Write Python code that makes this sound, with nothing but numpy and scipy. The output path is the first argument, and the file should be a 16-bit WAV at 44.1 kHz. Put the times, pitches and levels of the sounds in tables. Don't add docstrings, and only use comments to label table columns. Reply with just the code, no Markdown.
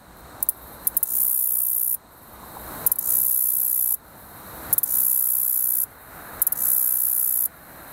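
import sys
import numpy as np
from scipy import signal
from scipy.fft import rfft, irfft, next_fast_len
from scipy.io import wavfile
from scipy.ndimage import uniform_filter1d, minimum_filter1d, map_coordinates

SR = 44100
rng = np.random.default_rng(int(sys.argv[2]) if len(sys.argv) > 2 else 0)


def inscribe(sig):
    pcm = np.round(np.clip(np.atleast_2d(sig).T, -1, 1) * 32767)
    wavfile.write(sys.argv[1], SR, pcm.astype(np.int16))


N = 349272
TIME_S = np.arange(N) / SR


def amp(db):
    return 10 ** (np.asarray(db) / 20)


def unit(x):
    return x / np.sqrt(np.mean(x ** 2) + 1e-20)


def along(points, hz):
    frequency_hz, level_db = np.transpose(points)
    return np.interp(np.log(hz + 1), np.log(frequency_hz + 1), level_db)


def wobble(rate):
    return map_coordinates(rng.standard_normal(int(N * rate / SR) + 4), [TIME_S * rate])


def filtered(x, response):
    size = next_fast_len(N + SR // 2)
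    return irfft(rfft(x, size) * response(np.fft.rfftfreq(size, 1 / SR)), size)[:N]


def noise(spectrum):
    return unit(filtered(rng.standard_normal(N), lambda hz: amp(along(spectrum, hz))))


def band(centre_hz, width_hz, size=next_fast_len(N)):
    detuning = 2 * (np.fft.rfftfreq(size, 1 / SR) - centre_hz) / width_hz
    return unit(irfft(rfft(rng.standard_normal(size)) / (1 + detuning ** 2), size))[:N]


def impacts(times, sizes):
    return np.bincount(np.clip(np.round(times * SR).astype(int), 0, N - 1), sizes, N)


def ring(x, spectrum, modes=(), size=2048):
    hz = np.fft.rfftfreq(size, 1 / SR)
    peaks_db = sum(db / (1 + (2 * (hz - centre) / width) ** 2) for centre, width, db in modes)
    cepstrum = irfft(np.log(amp(along(spectrum, hz) + peaks_db)))
    cepstrum[1:size // 2] *= 2
    cepstrum[size // 2 + 1:] = 0
    body = irfft(np.exp(rfft(cepstrum)))
    return signal.oaconvolve(x, body / np.linalg.norm(body))[:N]


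def foliage(x, t60):
    t = np.arange(SR // 3) / SR
    tail = rng.standard_normal(len(t)) * amp(-60 * t / t60) * (1 - np.exp(-t / 0.0032))
    return signal.oaconvolve(x, tail / np.linalg.norm(tail))[:N]


def vehicle(nearest_s, level_db, pitch_hz, half_power_s=0.64):
    # frequency_hz, relative_db
    tyre_spectrum = [(100, -27.5), (450, -3), (820, -5.5), (1000, -1), (1130, -3), (1500, -12), (2000, -24),
                     (5000, -62)]
    spectrum = [(hz * pitch_hz / 1000, db) for hz, db in tyre_spectrum]
    relative_distance = np.hypot(1, (TIME_S - nearest_s) / half_power_s)
    return amp(level_db) / relative_distance * noise(spectrum)


def traffic(rumble_db=-36.5):
    # nearest_s, level_db, pitch_hz
    vehicles = [(.75, -40, 900), (2.8, -40.5, 965), (4.6, -45.5, 1040), (6.4, -34.5, 1373),
                (7.75, -39.5, 1510)]
    # frequency_hz, relative_db
    road_spectrum = [(20, -13), (38, -2.5), (58, 3), (85, 1), (130, 1), (200, 0.5), (310, -1.5), (400, -7),
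                     (700, -2.5), (1500, -6), (2700, -22.5), (5000, -26), (9000, -21), (16000, -30)]
    tyres = sum(vehicle(*row) for row in vehicles)
    rumble = amp(rumble_db + 1.26 * wobble(9.6)) * noise(road_spectrum)
    return rumble + amp(0.54 * wobble(13)) * tyres


def hum(steady_db=-49, extra_db=10.5, settle_s=0.44):
    level_db = steady_db + extra_db * np.exp(-TIME_S / settle_s)
    return amp(level_db) * band(centre_hz=61.3, width_hz=31)


def whines():
    # centre_hz, width_hz, level_db
    bands = [(280, 4.2, -55), (319.4, 6.3, -55), (3764, 70, -57), (4095, 530, -52), (8220, 260, -53.5)]
    return sum(amp(db) * band(centre, width) for centre, width, db in bands)


def far_insects(chorus_db=-46.5, stroke_hz=62):
    # frequency_hz, relative_db
    meadow = [(4000, -47), (7000, -23), (9000, -14), (11200, -1.5), (12600, -0.5), (14300, -1.5),
              (15200, -6), (16000, -17)]
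    snaps, trill_envelope = neighbour()
    stroke_cycles = np.cumsum(stroke_hz + 3 * wobble(2.1)) / SR
    flutter_db = 0.63 * np.sin(2 * np.pi * stroke_cycles) + 0.82 * wobble(35) + 0.69 * wobble(400)
    hiss = np.hypot(amp(chorus_db), trill_envelope) * amp(flutter_db) * noise(meadow)
    return hiss + foliage(ring(snaps, meadow), t60=0.24)


def patter(start_s=.171, length_s=0.037, level_db=-13, count=6):
    jitter, size = rng.standard_normal((2, count))
    times = start_s + length_s * np.linspace(0, 1, count) + 0.00082 * jitter
    return impacts(times, amp(level_db + 2 * size))


def scrape(starts, lengths, force, contour, teeth, hurry, jitter_s):
    # position (0 to 1), pitch_hz
    wing_glide = [(0, 13900), (.55, 11700), (.8, 11000), (1, 9360)]
    position = np.linspace(0, 1, teeth)
    jitter, bite, phase = rng.standard_normal((3, len(starts), teeth))
    elapsed = position + hurry * position * (1 - position)
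    times = starts[:, None] + np.outer(lengths, elapsed) + jitter_s * jitter
    sizes = force[:, None] * amp(np.interp(position, *np.transpose(contour)) + 1.17 * bite)
    pitch_hz = np.interp(position, *np.transpose(wing_glide))
    t = np.arange(SR // 1000) / SR
    age = t / .0001
    pips = 0.39 * age * np.exp(1 - age) * np.sin(2 * np.pi * (pitch_hz[:, None] * t + phase[..., None]))
    click = t == 0
    strikes = sizes[..., None] * (pips + click)
    index = np.round(times * SR).astype(int)[..., None] + np.arange(len(t))
    return np.bincount(index.ravel(), strikes.ravel(), N)[:N]


def ticks(rows):
    start_s, level_db, length_s = np.transpose(rows)
    contour = [(0, 7.8), (.15, 7.1), (.7, 5.9), (1, 3)]
    return scrape(start_s, length_s, amp(level_db), contour, teeth=22, hurry=0.12, jitter_s=.00005)


def chatter(strikes, decay_s):
    pole = np.exp(-1 / (decay_s * SR))
    power = signal.lfilter([1 - pole], [1, -pole], strikes ** 2)
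    return np.sqrt(np.abs(power)) * rng.standard_normal(N)


def katydid(shift_s=2.5):
    # start_s, level_db, length_s
    snaps = [(0.427, 3, 0.0041), (.488, 5.5, 0.0085), (.8703, 4.5, 0.0094), (0.968, 6, .01),
             (1.0295, 7, 0.009), (2.8645, 3, 0.012), (2.917, 5, 0.0076), (2.957, -11, 0.0044),
             (2.9867, .5, .009), (4.7282, 3, .01), (4.781, 3.5, 0.0088), (4.8318, 0.5, 0.012),
             (6.418, 5.5, .01), (6.4673, 2.5, 0.009), (6.522, -0.5, .009)]
    # first_stroke_s, last_stroke_s, level_db
    trill_runs = [(1.0535, 1.9406, 9), (3.0062, 3.936, 7), (4.856, 5.8302, 7), (6.554, 7.4508, 6.5)]
    # frequency_hz, relative_db
    wing_side = [(2400, -44), (4800, -34.5), (6000, -28), (6700, -22), (8300, -21.5), (9200, -12.5),
                 (10000, -3.5), (10600, -10), (11400, -6), (12450, -9.5), (13200, -2.5), (14700, -11),
                 (15800, -1.5), (19000, -3)]
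    # frequency_hz, relative_db
    wing_back = [(2400, -45.5), (4000, -34), (5900, -26.5), (6450, -21), (7500, -18), (8600, -21.5),
                 (10000, -5.5), (10700, -8), (12050, -2.5), (12900, -9), (14300, -5), (15000, -9.5),
                 (15700, -2), (19000, -5.5)]
    # centre_hz, width_hz, boost_db
    wing_modes = [(7680, 160, 4), (8000, 140, 4), (8850, 150, 3), (10350, 200, 4), (10950, 160, 4),
                  (11650, 250, 2), (12250, 260, 4), (12620, 120, 3), (13050, 130, 5), (13600, 280, 5),
                  (14080, 200, 3), (15550, 300, 2)]
    # frequency_hz, relative_db
    rasp = [(1200, -25), (3000, -18.5), (5200, -9), (6500, 3), (8200, 6), (9500, 7.5), (12000, -26)]
    trills = [trill(*row) for row in trill_runs]
    strikes = ticks(snaps) + sum(trills) + patter()
    strikes = strikes + amp(-7) * chatter(strikes, decay_s=0.0031)
    shifted = TIME_S > shift_s
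    side_on = ring(strikes * ~shifted, wing_side, wing_modes)
    turned = ring(strikes * shifted, wing_back, wing_modes)
    early = sum(strokes * np.exp(-np.abs(TIME_S - first_s) / 0.092)
                for strokes, (first_s, _, _) in zip(trills, trill_runs))
    snap_s, snap_db, _ = np.transpose(snaps)
    parting = impacts(snap_s - .023, amp(snap_db - 21))
    rasping = ring(chatter(amp(-8.5) * early + parting, decay_s=0.0015), rasp)
    song = amp(-1) * (side_on + turned) + rasping
    near_leaves = amp(-17) * foliage(song, t60=0.0079)
    far_leaves = amp(-23) * foliage(song, t60=0.11)
    return song + near_leaves + far_leaves


def neighbour(count=5, gap_s=.052, tick_s=.012, tick_boost_db=7, swell_s=0.057, fade_s=.05):
    # first_tick_s, trill_end_s, level_db
    songs = [(0.507, 1.8, -35.5), (2.109, 3.39, -38), (3.74, 5.104, -38), (5.5, 6.813, -37),
             (7.144, 8.3, -38.5)]
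    snaps, envelope = [], np.zeros(N)
    for first_s, end_s, db in songs:
        snaps += [(first_s + k * gap_s, db + tick_boost_db, tick_s) for k in range(count)]
        age_s = np.maximum(TIME_S - first_s - count * gap_s, 0)
        fade = np.exp(-np.maximum(TIME_S - end_s, 0) / fade_s)
        envelope += amp(db) * (1 - np.exp(-age_s / swell_s)) * fade
    return ticks(snaps), envelope


def trill(first_s, last_s, level_db, period_s=.01605):
    count = round((last_s - first_s) / period_s) + 1
    progress = np.linspace(0, 1, count)
    lead_s = .008 * progress * (1 - progress ** 2)
    starts = first_s + (last_s - first_s) * progress - lead_s + .00015 * rng.standard_normal(count)
    build_up_db = -15.8 * np.exp(-(starts - first_s) / 0.08)
    force = amp(level_db + build_up_db + np.clip(rng.standard_normal(count), -1, 1) / 2)
    lengths = .009 * (1 + .03 * rng.standard_normal(count))
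    swell = [(0, -0.5), (.3, 3.5), (.6, 4), (.85, 1), (1, 4)]
    brush = [(0, -37), (1, -11)]
    closing = scrape(starts, lengths, force, swell, teeth=14, hurry=.4, jitter_s=.00005)
    opening = scrape(starts + 0.012, lengths / 2, force, brush, teeth=7, hurry=0.074, jitter_s=.0002)
    return closing + opening


def far_calls():
    # peak_s, pitch_hz, level_db
    yelps = [(2.35, 1230, -31), (2.438, 1040, -32), (2.571, 900, -31), (3.921, 930, -31)]
    t = np.arange(-SR // 20, SR // 20) / SR
    envelope = np.exp(-(t / 0.009) ** 2)
    calls = np.zeros(N)
    for peak_s, pitch_hz, db in yelps:
        start = round((peak_s + t[0]) * SR)
        calls[start:start + len(t)] += amp(db) * envelope * band(pitch_hz, width_hz=240, size=len(t))
    return calls + amp(-16) * foliage(calls, t60=.3)


def scene():
    return (katydid() + far_insects() + far_calls() + traffic() + hum() + whines())[None]


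def ducking(x, ceiling_db, attack_s, recovery_db_per_s, start_db):
    pole = np.exp(-1 / (attack_s * SR))
    level_db = 10 * np.log10(signal.lfilter([1 - pole], [1, -pole], x * x) + 1e-12)
    excess_db = np.maximum(level_db - ceiling_db, 0)
    release_db = recovery_db_per_s * TIME_S
    held_db = np.maximum.accumulate(excess_db + release_db)
    return np.maximum(held_db, start_db) - release_db


def record(dry, top_hz=15800):
    x = dry[0]
    slow = ducking(x, ceiling_db=-20.5, attack_s=0.1, recovery_db_per_s=17.9, start_db=15.0)
    fast = ducking(x, ceiling_db=-10.5, attack_s=0.00086, recovery_db_per_s=33, start_db=0)
    look_ahead_db = minimum_filter1d(-np.maximum(slow, fast), size=64)
    gain_db = uniform_filter1d(look_ahead_db, size=32)
    return filtered(x * amp(gain_db), lambda hz: np.clip((top_hz - hz) / 200 + .5, 0, 1))[None]


dry = scene()
out = record(dry)
inscribe(out)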